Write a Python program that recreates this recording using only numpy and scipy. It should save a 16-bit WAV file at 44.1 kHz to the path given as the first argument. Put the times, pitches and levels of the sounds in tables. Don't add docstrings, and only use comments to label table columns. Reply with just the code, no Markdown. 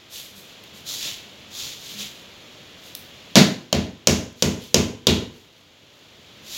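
import sys
import numpy as np
from scipy import signal
from scipy.fft import rfft, irfft
from scipy.io import wavfile
from scipy.ndimage import uniform_filter1d, minimum_filter1d

SR = 44100
rng = np.random.default_rng(int(sys.argv[2]) if len(sys.argv) > 2 else 0)


def master_out(mix):
    frames = np.transpose(np.atleast_2d(mix))
    ceiling = np.clip(frames, -1, 1)
    pcm = np.round(ceiling * 32767).astype(np.int16)
    wavfile.write(sys.argv[1], SR, pcm)


N = 289737
FILTER_HZ = abs(np.fft.fftfreq(8192, 1 / SR))
TIME_S = np.arange(SR) / SR

# frequency_hz, level_db
ROOM_NOISE_TONE = [(15, -71), (25, -15), (59, -12.5), (92, -0.5), (120, -1.5), (285, -3), (384, -4.5),
                   (416, -4.5), (607, -5.5), (796, -11), (1790, -12), (3340, -5), (6740, -26.5),
                   (8830, -41.5), (16000, -42.5)]
# frequency_hz, fade_s
ROOM_FADE = [(60, 0.81), (160, 0.47), (420, 0.53), (1100, 0.48), (2900, 0.43), (7700, 0.39), (15000, 0.38)]
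# delay_s, level_db
WALL_ECHOES = [(.0105, -19), (.0195, -18), (.0235, -19), (.0405, -22.5)]
# start_s, level_db, pitch_hz, length_s
DULL_BUMPS = [(.31, -46, 196, 0.13), (.72, -45, 210, 0.063), (1.448, -48, 208.5, .09),
              (1.92, -41.5, 205.6, 0.17), (2.22, -50, 201, 0.13), (6.3, -50, 216.5, .24)]
# start_s, strength_db
LIGHT_CLICKS = [(.409, -26), (.6385, -24), (2.9512, -5), (4.329, -30), (5.956, -35)]
# frequency_hz, level_db
CLICK_TONE = [(500, -28.5), (2000, -14.5), (3500, -3.5), (6500, -9), (8500, -13.5), (15000, -4.5)]
# start_s, swell_s, linger_s, level_db, extra_rustle_db, extra_sheen_db
CLOTH_STROKES = [(0.084, 0.075, 0.066, -36.5, -1, -1), (.335, 0.04, 0.037, -49, -31, 1.5),
                 (.44, .05, .05, -57, 5, -8), (.72, 0.047, .02, -51, -4, -2),
                 (.835, 0.073, 0.14, -32.5, -7.5, -8), (.96, 0.093, 0.05, -32.5, 1, -13),
                 (1.48, 0.13, 0.13, -34.5, -4, -12), (1.72, 0.19, 0.15, -42, 1.5, -7),
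                 (1.95, 0.064, 0.013, -35, 2, -11), (2.12, 0.049, .06, -57, -13, -4),
                 (2.785, 0.088, .015, -50.5, -2, -3), (4.34, 0.071, .05, -44.5, 1, -9),
                 (4.57, 0.064, 0.039, -40.5, 1.5, -6), (5.29, 0.068, .12, -53, -1, -4),
                 (5.54, 0.036, .04, -59, -3, -3), (5.86, 0.11, 0.087, -60, -6, -8),
                 (6.392, 0.38, .05, -27, 2.5, -5.5)]
# frequency_hz, level_db
HISS_TONE = [(1500, -16.5), (2500, -22.5), (3400, 2.5), (4300, 0.5), (5200, -3), (7000, -1.5),
             (8200, -17.5), (16000, -14.5)]
# frequency_hz, level_db
RUSTLE_TONE = [(300, -9.5), (900, -18), (1500, -15), (2200, -4), (3200, 2.5), (4200, -5.5), (7000, -29.5)]
# frequency_hz, level_db
SHEEN_TONE = [(5000, -23.5), (7500, 0.5), (9000, -5), (12500, 3.5), (16000, -6.5)]
# frequency_hz, level_db
CRACK_TONE = [(200, -50.5), (1000, -4.5), (1600, -12), (2400, -5.5), (3000, 2.5), (4200, -3), (5500, 1),
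              (7000, 0.5), (8200, -14.5), (16000, -17.5)]
# frequency_hz, level_db
REVERB_TONE = [(35, -25), (75, -2.5), (150, 10.5), (300, 10.5), (560, -1.5), (850, 2), (1300, -5),
               (2200, -3.5), (3000, -1.5), (5000, -8), (6900, -4.5), (8200, -19.5), (12000, -21),
               (15500, -25)]
# pitch_hz, strength_db, fade_s (to fall 60 dB), build_s
RINGING_NOTES = [(57.7, -13.5, 0.31, 0.064), (83.3, -0.5, 0.2, 0.15), (100.5, -6, 0.23, 0.097),
                 (139.6, -1.5, 0.29, 0.017), (161, 2.5, 0.26, 0.036), (192.2, 5.5, 0.32, 0.01),
                 (204.8, 1.5, 0.29, 0.022), (240.2, 0, 0.46, 0.0055), (330.8, -6.5, 0.25, 0.0081),
                 (359.1, -4.5, 0.33, 0.0074), (428.8, -8.5, 0.39, 0.019), (494, -23.5, 0.28, 0.0048),
                 (569, -18, 0.4, 0.0057), (629, -11.5, 0.39, 0.0043), (684, -13, 0.37, 0.0032),
                 (1012, -18.5, 0.61, 0.0019), (2242, -14.5, 0.31, 0.0041)]
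# start_s, force_db, snap_db, bass_db, boom_db, mid_db,
# top_db, thud_hz, treble_hz, treble_db, again_s, again_db
BLOWS = [(3.3556, 1.5, -9, 2, -22, 4.5, 2.5, 580, 4230, 2.5, .003, -14),
         (3.7279, -4, 4, 0.5, 5, -1.5, -5.5, 596, 4300, -1.5, .0018, -24),
         (4.0723, -0.5, 2, -2, 3.5, -0.5, 3, 540, 5660, -0.5, .0018, -13),
         (4.424, -2.5, 3.5, -0.5, 2.5, -2.5, 1, 495, 6530, -3.5, .002, -8),
         (4.744, 1.5, 3.5, -4.5, 0.5, -4.5, -1, 470, 5760, -2.5, .0019, -11.5),
         (5.0697, 1.5, 1.5, -2, 4, -3.5, -1.5, 454, 3660, 2.5, .0021, -8)]


def amp(db):
    return 10 ** (np.asarray(db) / 20)


def evened(x):
    return x / np.sqrt(np.mean(x ** 2) + 1e-20)


def curve(points, hz):
    point_hz, value = np.transpose(points)
    return np.interp(np.log(hz + 1), np.log(point_hz + 1), value)


def hump(hz, centre_hz, octaves):
    return np.exp(-.5 * (np.log2((hz + 1) / centre_hz) / octaves) ** 2)


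def add(mix, start_s, sound):
    part = mix[max(round(start_s * SR), 0):][:len(sound)]
    part += sound[:len(part)]


def colour(x, gain_db):
    response = np.exp(np.conj(signal.hilbert(np.log(amp(gain_db)))))
    taps = np.fft.ifft(response).real
    return signal.fftconvolve(x, taps[:len(taps) // 2])[:len(x)]


def noise(tone):
    gain = amp(curve(tone, np.fft.rfftfreq(N, 1 / SR)))
    return evened(irfft(rfft(rng.standard_normal(N)) * gain, N))


def room_noise(level_db=-46):
    return amp(level_db) * noise(ROOM_NOISE_TONE)


def reverb(build_s=0.0077, bass_build_s=0.018, bass_hz=170):
    hz, t, bands = signal.stft(rng.standard_normal(SR), SR, nperseg=512)
    rise_s = build_s + bass_build_s / (1 + (hz[:, None] / bass_hz) ** 2)
    swell = (1 - np.exp(-t / rise_s)) * np.exp(2 * np.pi * rise_s)
    fade = amp(-60 * t / curve(ROOM_FADE, hz)[:, None])
    tail = signal.istft(bands * swell * fade, SR, nperseg=512)[1][:SR]
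    return tail / np.linalg.norm(tail)


def echoed(x, walls_db):
    out = x.copy()
    for delay_s, level_db in WALL_ECHOES:
        add(out, delay_s, amp(level_db + walls_db) * x)
    return out


def bumps():
    out = np.zeros(N)
    for start_s, level_db, pitch_hz, length_s in DULL_BUMPS:
        t = TIME_S[TIME_S < length_s]
        swell = np.sin(np.pi * t / length_s) ** 2
        add(out, start_s, amp(level_db) * swell * np.sin(2 * np.pi * pitch_hz * t))
    return out


def contact(decay_s, chatter):
    burst = rng.choice([-1., 1.], SR) * np.exp(-TIME_S / decay_s)
    burst *= chatter / np.linalg.norm(burst)
    burst[0] = 1
    return burst / np.linalg.norm(burst)


def clicks(bounce_s=0.0027, bounce_db=-8, boost_db=9, reverb_db=-5):
    out = np.zeros(N)
    for start_s, strength_db in LIGHT_CLICKS:
        tick = contact(decay_s=.0008, chatter=1.5)
        add(tick, bounce_s, amp(bounce_db) * contact(decay_s=0.00076, chatter=1.4))
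        in_room = echoed(tick, walls_db=-4) + amp(reverb_db) * reverb()
        add(out, start_s, amp(strength_db + boost_db) * colour(in_room, curve(CLICK_TONE, FILTER_HZ)))
    return out


def stroke(since_s, swell_s, linger_s, fade_db_per_s=152):
    after_s = np.maximum(since_s - swell_s, 0)
    swell = np.sin(np.pi / 2 * np.clip(since_s / swell_s, 0, 1)) ** 2
    return swell * amp(-fade_db_per_s * (np.hypot(after_s, linger_s) - linger_s))


def swishes(rustle_db=-3, hiss_db=2, sheen_db=-2, grain_db=1, darken_db_per_s=21):
    t = np.arange(N) / SR
    hiss, rustle, sheen = amp([-56.5, -56.5, -69])
    for start_s, swell_s, linger_s, level_db, extra_rustle_db, extra_sheen_db in CLOTH_STROKES:
        gain = amp(level_db) * stroke(t - start_s, swell_s, linger_s)
        darker_db = darken_db_per_s * np.clip(t - start_s - swell_s, -.5, .5)
        hiss = np.hypot(hiss, gain)
        rustle = np.hypot(rustle, gain * amp(extra_rustle_db + darker_db))
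        sheen = np.hypot(sheen, gain * amp(extra_sheen_db))
    cloth = amp(hiss_db) * hiss * noise(HISS_TONE)
    cloth += amp(rustle_db) * rustle * noise(RUSTLE_TONE)
    cloth += amp(sheen_db) * sheen * noise(SHEEN_TONE)
    flutter = evened(uniform_filter1d(rng.standard_normal(N), size=150))
    return cloth * amp(grain_db * flutter)


def ring(pitch_hz, fade_s):
    return amp(-60 * TIME_S / fade_s) * np.sin(2 * np.pi * pitch_hz * TIME_S)


def standing_waves():
    out = np.zeros(SR)
    for pitch_hz, strength_db, fade_s, build_s in RINGING_NOTES:
        swell = (1 - np.exp(-TIME_S / build_s)) ** 2 * np.exp(build_s * 22)
        out += amp(strength_db) * swell * ring(pitch_hz, fade_s)
    return out


def doubled(x, delay_s, repeat_db):
    out = x.copy()
    add(out, delay_s, amp(repeat_db) * x)
    return out / np.hypot(1, amp(repeat_db))


def hollow(thud_hz, peak_db=4, dip_db=-5, dip_ratio=1.74):
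    peak = peak_db * hump(FILTER_HZ, thud_hz, octaves=0.26)
    return peak + dip_db * hump(FILTER_HZ, thud_hz * dip_ratio, octaves=0.36)


def thud(pitch_hz, note_db=5, push_db=-4, push_hz=220):
    note = amp(note_db) * ring(pitch_hz, fade_s=0.02) * (1 - np.exp(-TIME_S / 0.0018))
    push = amp(push_db) * ring(push_hz, fade_s=0.018)
    return signal.sosfilt(signal.butter(1, 150, "highpass", fs=SR, output="sos"), note + push)


def crack(thud_hz, again_s, again_db, boost_db=24):
    touches = contact(decay_s=0.0021, chatter=2.1)
    add(touches, again_s, amp(again_db) * contact(decay_s=0.006, chatter=3.2))
    tone_db = curve(CRACK_TONE, FILTER_HZ) + hollow(thud_hz, peak_db=6.5, dip_db=-14.5, dip_ratio=1.1)
    return amp(boost_db) * colour(touches, tone_db)


def knocks(reverb_db=27, ringing_db=-10, accent_db=5, ripple_db=-6, alike=0.87):
    out = np.zeros(N)
    shared_tail = reverb()
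    ringing = amp(ringing_db) * standing_waves()
    for (start_s, force_db, snap_db, bass_db, boom_db, mid_db,
         top_db, thud_hz, treble_hz, treble_db, again_s, again_db) in BLOWS:
        bright_db = (accent_db + treble_db) * hump(FILTER_HZ, treble_hz, octaves=0.27)
        bright_db += mid_db * hump(FILTER_HZ, 1610, octaves=0.42)
        bright_db += top_db * hump(FILTER_HZ, 12000, octaves=1.0)
        body_db = hollow(thud_hz) + bass_db * hump(FILTER_HZ, 172, octaves=0.25)
        body_db += boom_db * hump(FILTER_HZ, 72.7, octaves=0.32)
        hit = amp(snap_db) * echoed(crack(thud_hz, again_s, again_db), walls_db=-0.5)
        hit += amp(0.77 * snap_db) * echoed(thud(thud_hz), walls_db=5)
        tail = alike * shared_tail + np.sqrt(1 - alike ** 2) * reverb()
        tail = doubled(tail, again_s, again_db + ripple_db)
        tail = amp(reverb_db) * colour(tail, curve(REVERB_TONE, FILTER_HZ))
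        room = colour(tail + ringing, body_db)
        add(out, start_s, amp(force_db) * colour(hit + room, bright_db))
    return out


def scene():
    return (knocks() + swishes() + clicks() + bumps() + room_noise())[None]


def record(dry, threshold_db=-24, slope=0.38, start_db=4, deepest_db=10,
           attack_s=0.19, hold_s=0.53, recover_db_per_s=10, cutoff_hz=16050):
    power = uniform_filter1d(dry[0] ** 2, size=900, origin=449)
    power_db = 10 * np.log10(abs(power) + 1e-12)
    half_hold = int(hold_s * SR / 2)
    loudest_db = -minimum_filter1d(-power_db, size=2 * half_hold + 1, origin=half_hold, mode="nearest")
    wanted_db = slope * (loudest_db - threshold_db)
    recovery_db = recover_db_per_s * np.arange(N) / SR
    held_db = np.maximum.accumulate(np.maximum(wanted_db + recovery_db, start_db)) - recovery_db
    lag = np.exp(-1 / (attack_s * SR))
    cut_db = signal.lfilter([1 - lag], [1, -lag], np.clip(held_db, 0, deepest_db), zi=[start_db])[0]
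    clipped = np.clip(dry / amp(cut_db), -1, 1)
    lowpass = signal.firwin(511, cutoff_hz, window=("kaiser", 9), fs=SR)
    return signal.oaconvolve(clipped, lowpass[None], "same")


dry = scene()
out = record(dry)
master_out(out)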